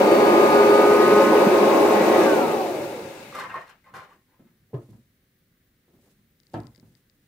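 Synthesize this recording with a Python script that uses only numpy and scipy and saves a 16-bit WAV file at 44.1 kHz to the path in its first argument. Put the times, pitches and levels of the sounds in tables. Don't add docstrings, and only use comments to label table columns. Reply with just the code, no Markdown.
import sys
import numpy as np
from scipy import signal
from scipy.io import wavfile

SR = 44100
rng = np.random.default_rng(int(sys.argv[2]) if len(sys.argv) > 2 else 0)


def transcribe(u):
    v = np.clip(np.atleast_2d(u).T, -1, 1)
    q = np.round(v * 32767).astype(np.int16)
    wavfile.write(sys.argv[1], SR, q)


def level_to_linear(level):
    exponent = np.asarray(level, float) / 20
    return 10 ** exponent


N = 320607
SWITCH_OFF_S = 2.23

# start in seconds, peak in dB, boom in dB, slap in dB, board pitch in Hz.
FOOT_BLOWS = [(3.938, -49, -14, -1, 528), (4.394, -41.5, -32, -16, 240), (4.456, -53, -12, -19, 237),
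              (4.509, -61.5, -8, -20, 271), (4.599, -69.5, 16.5, -16, 215), (4.639, -75, -3, -13, 191),
              (4.733, -28.5, -5, -23, 383), (4.742, -31.5, -4, -6, 419), (4.89, -41.5, -1, -23, 190.2),
              (4.929, -43, -19, -15, 208), (5.88, -56.5, -18, -13, 307), (5.94, -52, -24, -28, 248),
              (5.988, -60, -4, -17, 191), (6.039, -65, -15, -12, 223), (6.189, -56.5, -15, -16, 191),
              (6.535, -36, -4, -30, 246), (6.5401, -27, -5, 0.5, 330), (6.544, -32, -7, -13, 294),
              (6.564, -33.5, -13, -16, 240), (6.598, -46, -14, -3, 196), (6.639, -45.5, -2, -3, 254),
              (6.781, -48.5, -19, -35, 190), (6.829, -48, -8, -20.5, 190), (6.899, -53.5, -1.5, -25, 192)]


def rms_one(x):
    return x / np.sqrt(np.mean(x ** 2) + 1e-20)


def in_time(rows, outside=None):
    s, *columns = np.transpose(rows)
    return [np.interp(np.arange(N) / SR, s, column, outside, outside) for column in columns]


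def at_hz(points, hz):
    point_hz, value = np.array(points)[:, 0], np.array(points)[:, 1]
    return np.interp(np.log(hz), np.log(np.maximum(point_hz, 1)), value)


def drift(rate):
    r = np.exp(-80 * np.pi * rate / SR)
    settle = 2000
    slow = signal.lfilter([1], [1, -2 * r, r * r], rng.standard_normal(N // 40 + settle + 2))[settle:]
    return np.interp(np.arange(N) / 40, np.arange(len(slow)), rms_one(slow))


def band(x, low_hz, high_hz):
    sos = signal.butter(2, [low_hz, min(high_hz, .45 * SR)], "band", fs=SR, output="sos")
    return signal.sosfilt(sos, x)


def resonance(x, hz, width_hz):
    r = np.exp(-np.pi * width_hz / SR)
    return signal.lfilter(np.array([1, 0, -1]) * (1 - r * r) / 2, [1, -2 * r * np.cos(2 * np.pi * hz / SR), r * r], x)


def hollow(x, peaks):
    modes = [(-1) ** k * level_to_linear(db) * resonance(x, hz, width) for k, (hz, width, db) in enumerate(peaks)]
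    return rms_one(sum(modes))


def bending(x, hz, width_hz, from_s, until_s):
    r, out, state = np.exp(-np.pi * width_hz / SR), np.zeros(N), np.zeros(2)
    for i in range(int(from_s * SR), int(until_s * SR), 128):
        poles = [1, -2 * r * np.cos(2 * np.pi * hz[i] / SR), r * r]
        out[i:i + 128], state = signal.lfilter([1, 0, -1], poles, x[i:i + 128], zi=state)
    return out / np.sqrt(np.mean(out[out != 0] ** 2))


def bursts(s, peak_db, t60):
    hits = np.full(N, 1e-18)
    hits[(s * SR).astype(int)] = level_to_linear(peak_db)
    return signal.lfilter([1], [1, -level_to_linear(-60 / (t60 * SR))], hits)


def spells(start_s, length_s, level_db, rise_db_per_s, fall_db_per_s):
    t, out = np.arange(N) / SR, np.full(N, 1e-9)
    for s, length, db in zip(start_s, length_s, level_db):
        first = max(int((s - 60 / rise_db_per_s) * SR), 0)
        near = slice(first, int((s + length + 60 / fall_db_per_s) * SR))
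        before_db = np.maximum(rise_db_per_s * (s - t[near]), 0)
        after_db = np.maximum(fall_db_per_s * (t[near] - s - length), 0)
        out[near] += level_to_linear(db - before_db - after_db)
    return out


def strike(events, levels_db, modes, scatter_db):
    at, out = (np.array(events)[:, 0] * SR).astype(int), 0
    luck = rng.standard_normal((len(at), len(modes)))
    for k, (hz, mode_db, t60) in enumerate(modes):
        blow_db = levels_db[:, k % levels_db.shape[1]] + mode_db + scatter_db * luck[:, k]
        clicks = np.full(N, 1e-18)
        clicks[at] = level_to_linear(blow_db) * np.sign(luck[:, k - 1])
        r, w = level_to_linear(-60 / (t60 * SR)), 2 * np.pi * hz / SR
        out = out + signal.lfilter([0, np.sin(w)], [1, -2 * r * np.cos(w), r * r], clicks)
    return out


def diffuse(gain_db, size, lean=1, count=3):
    # frequency in Hz, left-right likeness.
    likeness = [(30, .85), (60, 0.94), (130, 1), (290, 0.93), (640, 0.75), (1410, 0.18), (3100, 0.2),
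                (6820, 0.05), (15000, 0.03)]
    # frequency in Hz, left minus right in dB.
    left_lean = [(60, -1.5), (180, 0), (550, 0), (1650, 3), (4970, 7.5), (15000, 6.5)]
    edges = 24 * 2 ** np.arange(0, 9.7, 1 / count)
    out, white = 0, rng.standard_normal((2, 2, size))
    for k, (low, high) in enumerate(zip(edges, edges[1:])):
        mid, side = band(white[k % 2], low, high)
        hz = np.sqrt(low * high)
        alike = np.clip(at_hz(likeness, hz), -1, 1)
        pan = level_to_linear(lean * at_hz(left_lean, hz) / 2 * np.array([[1], [-1]]))
        stereo = np.sqrt(1 + alike) * mid + np.sqrt(1 - alike) * side * [[1], [-1]]
        out = out + pan * level_to_linear(gain_db(hz)) * stereo
    return out


def corridor(x, wet_db, lean, same=False):
    # frequency in Hz, t60 in seconds.
    decay = [(100, 0.3), (500, 0.22), (2000, 0.24), (8000, 0.056)]
    t = np.arange(SR // 2) / SR
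    tail = diffuse(lambda hz: -60 * t / at_hz(decay, hz), size=len(t), lean=lean, count=2)
    tail = tail * np.minimum(t / 0.0014, 1)
    tail = level_to_linear(wet_db) * tail / np.sqrt(np.sum(tail ** 2) / 2)
    tail[:, 0] += 1
    return signal.oaconvolve(np.atleast_2d(x), tail[:1] if same else tail, axes=1)[:, :N]


def quiet_house():
    # frequency in Hz, level in dB.
    murmur = [(15, -30), (25, -0.5), (44, -6), (157, -4), (228, -7), (527, -19), (749, -31.5),
              (2090, -17.5), (2460, -26), (3990, -25), (4450, -32), (5090, -30), (8490, -31.5),
              (15800, -29.5)]
    hiss_hz, hiss_width_hz, hiss_db = 15300, 500, 8
    flicker = drift(10)
    level_db = lambda hz: at_hz(murmur, hz) + 0.7 * (hz > 11000) * flicker
    floor = level_to_linear(-66.5) * rms_one(diffuse(level_db, size=N, lean=0.18, count=2))
    hiss = resonance(resonance(floor, hiss_hz, hiss_width_hz), hiss_hz, hiss_width_hz)
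    return floor + level_to_linear(hiss_db) * hiss


def soles():
    # low edge in Hz, high edge in Hz, level in dB over the slap, t60 in seconds.
    wash = [(500, 1500, -18.5, 0.21), (1500, 4000, -26.5, 0.16), (4000, 11000, -35, .06)]
    s, peak, boom, slap, pitch_hz = np.transpose(FOOT_BLOWS)
    out = 0
    for low, high, level_db, t60 in wash:
        noise = rms_one(band(rng.standard_normal((2, N)), low, high))
        out = out + noise * bursts(s, peak + slap + level_db, t60)
    return out


def shuffle():
    # start in seconds, length in seconds, shuffle in dB, rustle in dB.
    moves = [(4.128, 0.029, -68, -70), (4.397, 0.1, -81, -77), (4.78, 0.045, -54.5, -69),
             (4.906, 0.059, -72, -67.5), (5.9, .15, -71, -80), (6.065, 0.034, -70, -65),
             (6.547, .01, -72, -68), (6.59, 0.021, -51, -67), (6.718, 0.25, -74.5, -68.5),
             (7.198, 0.067, -80.5, -74.5)]
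    # start in seconds, length in seconds, rumble in dB.
    settling = [
        (2.748, 0.16, -45.5),
        (3.025, 0.017, -43),
        (3.194, 0.16, -51.5),
        (3.387, 0.2, -56),
        (3.95, 0.017, -54),
    ]
    rise_db_per_s, fall_db_per_s, rustle_db_per_s = 260, 181, 114
    s, length, rumble_db, rustle_db = np.transpose(moves)
    weight = spells(s, length, rumble_db, rise_db_per_s, fall_db_per_s)
    rumble = rms_one(band(rng.standard_normal(N), 90, 480)) * weight * level_to_linear(2.9 * drift(15))
    roll = rms_one(band(rng.standard_normal(N), 90, 260))
    roll = roll * spells(*np.transpose(settling), rise_db_per_s, fall_db_per_s)
    rustle = spells(s, length, rustle_db - 7.0, rustle_db_per_s, rustle_db_per_s)
    cloth = rms_one(band(rng.standard_normal((2, N)), 1400, 12000)) * rustle * level_to_linear(2.03 * drift(40))
    return rumble + roll + cloth


def feet():
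    # frequency in Hz, level in dB, t60 in seconds.
    boards = [(123.7, 8.5, 0.087), (156, -6, 0.12), (190.7, 6, 0.072), (241, 5, 0.1), (296, -3.5, 0.14),
              (348.6, 1.5, 0.11), (445, 8.5, 0.023), (437, -0.5, 0.071), (542, 2.5, 0.075),
              (561.4, -1, 0.091), (726, 12.5, 0.0057), (720, 5, 0.028), (920, -7.5, 0.086),
              (1040, 7, 0.021), (1100, -20, 0.068), (1280, -5.5, 0.071), (1690, -9.5, 0.05)]
    s, peak, boom, slap, pitch_hz = np.array(FOOT_BLOWS).T[:, :, None]
    hz = np.array(boards)[:, 0]
    low, high = hz < 190, hz > 610
    aim_db = -14 * np.abs(np.log2(hz / pitch_hz)) * ~low * ~high
    knock = strike(FOOT_BLOWS, peak - 8 + aim_db + low * boom + high * (slap - 3), boards, scatter_db=3.0)
    crack = signal.lfilter([1], [1, -1.76, .775], rng.standard_normal(N))
    crack = rms_one(band(crack, 460, 5500))
    return band(knock, 73, 2100) + bursts(s[:, 0], (peak + slap)[:, 0] - 17, 0.055) * crack


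def ticks():
    # start in seconds, peak in dB, brightness in dB per octave.
    clicks = [(6.4013, -50.5, 0), (6.4335, -56, -2), (6.4686, -51, 0), (6.4999, -60, 0), (6.5357, -51, 3),
              (6.5402, -45, 4), (6.6026, -46.5, 4), (6.634, -56, 0), (6.653, -65, 9), (6.6695, -46, -2),
              (6.7487, -50, -6), (6.760, -46, 0), (6.7785, -53, -1), (6.7985, -49, -1), (6.952, -49, 0),
              (7.098, -51.5, -1.5)]
    # frequency in Hz, level in dB, t60 in seconds.
    plug_modes = [(2053, -9, 0.012), (3860, -3, 0.006), (4700, -1, 0.0086), (5300, -3, 0.0066),
                  (6760, -7, 0.0045), (7700, -11, 0.0036), (9000, -16, .003), (10300, -17, .004)]
    s, peak, bright = np.array(clicks).T[:, :, None]
    octaves = np.log2(np.array(plug_modes)[:, 0] / 4700)
    click = band(strike(clicks, peak - 6.5 + bright * octaves, plug_modes, scatter_db=1.5), 1600, 12000)
    left_over_right_db = 17.5
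    return click * level_to_linear(np.array([[.5], [-.5]]) * left_over_right_db)


def pings():
    # start in seconds, peak in dB, pitch in Hz, swell in seconds, glide in share per second.
    rings = [(3.3255, -35, 1170, .0015, 0), (3.35, -41, 1330, .004, -4), (3.404, -35, 1500, .005, 8),
             (3.69, -51, 1100, 0.0036, 0), (3.384, -33, 1070, 0.0026, 0), (3.437, -31, 1056, 0.0023, 6),
             (3.446, -36, 1060, .003, 1), (3.453, -35, 1050, .003, 3), (3.463, -35, 1050, .003, -4),
             (3.497, -45, 2700, .005, 2), (3.51, -49, 2480, .006, 3), (3.507, -49, 1110, 0.0036, 0),
             (3.541, -25, 1065, 0.0029, 4), (3.555, -28, 1058, 0.0029, 0), (3.567, -35, 1073, 0.0049, -1.5),
             (3.606, -38, 1090, 0.0035, 1), (3.841, -56, 2200, 0.0048, -8.5), (3.865, -57, 850, .007, 3),
             (3.88, -58, 1030, 0.0065, -2), (3.939, -47, 1100, 0.0043, -1), (3.956, -44, 1080, .005, 2),
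             (3.962, -44, 1450, .005, -1), (3.973, -46, 1060, 0.0053, 3), (3.98, -46, 1390, .005, -2),
             (3.994, -48, 1550, 0.0044, -3), (4.025, -50, 1400, .006, 1), (3.991, -46, 1070, 0.0091, -2),
             (4.015, -46, 1065, 0.0088, -1), (4.036, -52, 1067, 0.0051, -2), (4.09, -59, 1070, .004, 2),
             (4.104, -55, 900, 0.006, 1), (4.112, -51, 1120, 0.006, 3), (4.125, -58, 1050, .006, -2),
             (4.15, -63, 1100, .006, 3), (4.7315, -33, 252, .002, 2), (4.738, -28, 400, 0.0048, 0),
             (4.74, -25, 139, 0.012, -4), (4.889, -49, 129, 0.014, 3), (6.561, -34, 200, 0.0044, 2)]
    # start in seconds, length in seconds, level in dB.
    squeals = [
        (3.405, 0.019, -49),
        (3.51, 0.03, -52),
        (3.55, 0.023, -46),
        (3.597, .012, -60),
        (3.632, .012, -66),
    ]
    squeal_hz, squeal_width_hz = 1850, 31
    out, t = np.zeros(N), np.arange(SR // 8) / SR
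    for s, peak_db, hz, swell_s, glide in rings:
        u = t / max(swell_s, .001)
        tone = np.sin(2 * np.pi * hz * t * (1 + glide * t / 2))
        out[int(s * SR):int(s * SR) + len(t)] += level_to_linear(peak_db) * u * np.exp(1 - u) * tone
    squeal = resonance(rng.standard_normal(N), squeal_hz, squeal_width_hz)
    squeal = rms_one(resonance(squeal, squeal_hz, 3 * squeal_width_hz))
    squeal = squeal * spells(*np.transpose(squeals), 500, 260)
    return (out + squeal) * level_to_linear(np.array([[-.3], [.3]]))


def handle():
    # start in seconds, length in seconds, ring in dB, grind over ring in dB, ring pitch in Hz.
    strokes = [(3.34, .012, -47, -10, 1170), (3.344, 0.047, -41, -3.5, 1170),
               (3.387, 0.012, -40, 2.5, 1020), (3.425, .045, -42, -18, 1060),
               (3.516, 0.03, -39.5, -12, 1100), (3.562, 0.02, -45, -22, 1070), (3.568, 0.069, -54, 0, 1075),
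               (3.671, 0.035, -62, 8.5, 1100), (3.842, .015, -72, 4, 1210), (3.862, 0.032, -56, -8, 1040),
               (3.951, 0.02, -43.5, 0, 1050), (3.983, 0.056, -54, 1, 1070), (4.089, 0.039, -59, -2.5, 1055),
               (4.29, 0.051, -69.5, -4, 950), (4.378, .03, -85, -3, 1024), (4.45, 0.024, -87, 18, 1090)]
    # start in seconds, peak in dB, snap in dB, ring in dB.
    latch = [(3.325, -37, -17, -4), (3.349, -26, -11, -5), (3.396, -37, -9, -20), (3.439, -17.5, -42, -9),
             (3.498, -20, -38, -30), (3.543, -21, -37, -11), (3.558, -21, -47, -18), (3.609, -34, -19, -18),
             (3.692, -40, -9, -20), (3.843, -47, -20, -21), (3.939, -34, -14, 2), (3.9449, -39, -20, 2)]
    # frequency in Hz, level in dB, t60 in seconds.
    shell = [(1040, -16, 0.029), (1050, -8, 0.029), (1830, -20.5, .04)]
    # frequency in Hz, width in Hz, level in dB.
    low_modes = [(530, 56, -6), (790, 39, -3.5)]
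    # frequency in Hz, width in Hz, level in dB.
    upper_modes = [(1840, 98, 10), (2320, 160, 3), (2600, 48, -26)]

    slips = (rng.random(N) < 1800 / SR) * level_to_linear(2.8 * np.minimum(rng.exponential(1, N), 4))
    slips = slips * rng.choice([-1, 1], N)
    jerk_count = np.floor(np.cumsum(110 * level_to_linear(2.7 * drift(25))) / SR)
    jerks = np.diff(jerk_count, prepend=0) * level_to_linear(4.7 * rng.standard_normal(N))

    start, length, ring_db, grind_db, pitch = np.transpose(strokes)
    (pitch_hz,) = in_time(np.transpose([start + length / 2, pitch]))
    drive = band(rms_one(jerks) + 0.41 * rms_one(slips), 350, 1900)
    body = bending(drive, pitch_hz, width_hz=75, from_s=start[0] - .1, until_s=start[-1] + .2)
    body = body + 0.56 * hollow(drive, low_modes)
    upper = hollow(slips[::-1], upper_modes)
    grind = rms_one(band(band(slips, 380, 2020), 360, 2500))
    scratch = signal.lfilter([1], [1, -.9], np.roll(slips, 999))
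    scratch = rms_one(band(scratch, 2000, 13000))

    push = lambda over_db: spells(start, length, ring_db - 8.0 + over_db, 1202, 417)
    rub = push(0) * (body + level_to_linear(-8) * upper)
    rub = rub + push(grind_db) * grind + push(grind_db - 5.5) * scratch

    s, peak, snap, ring = np.transpose(latch)
    struck = band(strike(latch, (peak + ring)[:, None] + 1.5, shell, scatter_db=0.5), 400, 2100)
    struck = struck + bursts(s, peak - 16, 0.05) * grind
    struck = struck + bursts(s, peak + ring - 12, 0.03) * body
    return rub + struck + bursts(s, peak + snap - 11, 0.042) * scratch


def strengths(steady, sings, free_s):
    sing_db_per_s, fade_db_per_s = 150, 110
    s, until, which, db = np.transpose(sings)
    flutter = level_to_linear(2.5 * (free_s > 0) * drift(16))
    gains = []
    for k, level_db in steady:
        own = which == round(k)
        singing = spells(s[own], (until - s)[own], db[own], sing_db_per_s, sing_db_per_s)
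        gains.append((round(k), flutter * (level_to_linear(level_db - fade_db_per_s * free_s) + singing)))
    return gains


def orders(hz, gains, wobble_db):
    tones_end_s, hum_flutter_db = 3.05, 6.5
    coasting = np.clip(1 - hz / (0.99 * hz[0]), 0, 1)
    unsteady_hz = hz * (1 + .0004 * drift(7.5) + 0.035 * coasting * drift(47))
    turn, out = 2 * np.pi * np.cumsum(unsteady_hz) / SR, 0
    for order, gain in gains:
        part = 0.11 * min(order, 6) * (drift(0.75) / 2 + rng.uniform(0.22, 1.0))
        side = np.array([[1], [-1]]) * part
        waver = level_to_linear(3.5 + wobble_db * drift(3.0) + hum_flutter_db / order * drift(20))
        out = out + gain * waver * np.sin(order * turn + side + rng.uniform(0, 2 * np.pi))
    return out * np.clip((tones_end_s - np.arange(N) / SR) / 0.055, 0, 1)


def motor():
    # time in seconds, fan speed in Hz, brush drive speed in Hz.
    shafts = [(0, 204.4, 208.5), (.55, 204.4, 208.8), (.86, 206.2, 213.3), (1.24, 208.1, 212.7),
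              (1.75, 207.1, 214.8), (2.21, 205.8, 214.8)]
    # order, level in dB.
    fan_orders = [(1, -38), (2, -29), (6, -40), (11, -48), (22, -63.5)]
    # order, level in dB.
    brush_orders = [(5, -43), (7, -53.5), (8, -49.5), (9, -56)]
    # start in seconds, end in seconds, order, level in dB.
    fan_sings = [(.02, .62, 2, -27), (.7, 1.08, 2, -23), (1.14, 1.4, 2, -30), (.08, .75, 6, -33),
                 (.3, 1.2, 6, -33), (.78, 1.27, 6, -33), (1.36, 1.56, 6, -40), (.1, .8, 11, -49),
                 (.03, .11, 22, -52), (.16, .22, 22, -49), (.27, .44, 22, -56), (.56, .79, 22, -50),
                 (.88, .92, 22, -54), (1.03, 1.11, 22, -52), (2.18, 2.24, 6, -39), (2.32, 2.39, 6, -39),
                 (2.45, 2.46, 6, -41), (2.51, 2.62, 6, -34), (2.7, 2.79, 6, -39), (2.87, 3.0, 6, -40)]
    # start in seconds, end in seconds, order, level in dB.
    brush_sings = [(.25, .5, 5, -40), (1.0, 1.35, 5, -35), (1.52, 1.77, 5, -36), (1.92, 2.22, 5, -35),
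                   (.55, 1.5, 7, -38), (.3, .75, 8, -41), (1.02, 1.3, 8, -44), (2.25, 2.34, 8, -40),
                   (2.36, 2.37, 8, -42), (2.39, 2.41, 8, -45), (2.44, 2.5, 8, -44), (2.56, 2.61, 8, -44),
                   (.12, .4, 9, -47), (.87, .92, 9, -44), (1.0, 1.25, 9, -46), (1.85, 2.18, 9, -46)]
    fan_slows_per_s, brush_slows_per_s = 1.26, 1.09
    brush_leads_s = .024
    fan_hz, brush_hz = in_time(shafts)
    t = np.arange(N) / SR
    free_s = np.maximum(t - SWITCH_OFF_S, 0)
    loose_s = np.maximum(t - SWITCH_OFF_S + brush_leads_s, 0)
    fan_hz = fan_hz * np.exp(-fan_slows_per_s * free_s)
    brush_hz = brush_hz * np.exp(-brush_slows_per_s * loose_s)
    fan = orders(fan_hz, strengths(fan_orders, fan_sings, free_s), wobble_db=0.5)
    return fan + orders(brush_hz, strengths(brush_orders, brush_sings, free_s), wobble_db=2.0)


def air():
    # frequency in Hz, level in dB per Hz.
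    rush_colour = [(15, -79), (25, -58.5), (141, -21), (414, -1), (473, -15), (542, -8.5), (749, -9),
                   (881, -12.5), (1150, -18.5), (1300, -18), (1590, -21.5), (2520, -31.5), (3300, -34),
                   (15800, -46)]
    # frequency in Hz, width in Hz, level in dB over the air.
    duct = [(99.9, 8.3, -1.5), (307, 56, -8.5), (412.5, 52, 0.5), (551, 27, 8), (871, 120, -1),
            (2193, 180, -0.5), (2581, 340, 2.5), (3920, 930, -7.5)]
    # time in seconds, level in dB.
    nearness = [(0, 0.5), (.8, -0.5), (1.3, -1), (2.21, -0.8)]
    # frequency in Hz, share of nearness, tilt in dB,
    # coasting loss in dB per s, further loss in dB per s squared.
    answers = [(330, 0.93, -1, 11, 19), (950, 0.55, 2, 25, 2), (1700, .4, -0.5, 26.5, -6.5),
               (2800, 0.27, 0, 22.5, -6), (7980, .2, 0, 13, 1), (15020, .1, 0.6, 13, 4)]
    # time in seconds, lag at the right port in samples.
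    right_late = [(0, 7), (.9, 5), (1.6, 2.5), (3.5, 1.5)]
    fan_stops_s, stop_db_per_s, air_ends_s = 3.38, 45, 4.4
    t, (near_db,), together = np.arange(N) / SR, in_time(nearness), drift(3)
    free_s = np.maximum(t - SWITCH_OFF_S, 0)
    stop_db = stop_db_per_s * np.maximum(t - fan_stops_s, 0)
    size = int(air_ends_s * SR)
    tilt = spells([1.7], [0.25], [0], 150, 150)
    controls = np.array([near_db, tilt, -free_s, -free_s ** 2])

    def level_db(hz):
        shares = np.array([at_hz(np.array(answers)[:, [0, k]], hz) for k in (1, 2, 3, 4)])
        change = shares @ controls - stop_db
        return at_hz(rush_colour, hz) + (change + 0.35 * together + 0.76 * drift(27))[:size]

    rush = diffuse(level_db, size=size)
    rush = rush + sum(level_to_linear(gain_db) * resonance(rush, hz, width) for hz, width, gain_db in duct)
    rush = corridor(rush, wet_db=-11, lean=0, same=True)
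    rush = np.pad(rush, ((0, 0), (0, N - rush.shape[1])))
    right = np.interp(np.arange(N) - in_time(right_late)[0], np.arange(N), rush[1])
    rush = np.array([rush[0], right])
    return level_to_linear(-15.0) * rush / np.sqrt(np.mean(rush[:, :2 * SR] ** 2))


def scene():
    background = quiet_house()
    steps_and_handle = level_to_linear(-1.0) * corridor(handle() + feet(), wet_db=2.0, lean=1.0)
    close = soles() + shuffle() + ticks() + pings()
    return background + steps_and_handle + close + motor() + air()


def band_limit(x):
    return signal.sosfilt(signal.butter(12, 16440, fs=SR, output="sos"), x)


def record(dry):
    port_hz, port_width_hz, port_db = 14000, 3100, -5.5
    x = dry + level_to_linear(port_db) * resonance(dry, port_hz, port_width_hz)
    x = signal.sosfilt(signal.butter(2, 35, "high", fs=SR, output="sos"), x)
    x = signal.sosfilt(signal.ellip(12, .3, 60, 15765, fs=SR, output="sos"), x)
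    return band_limit(x)


dry = scene()
out = record(dry)
transcribe(out)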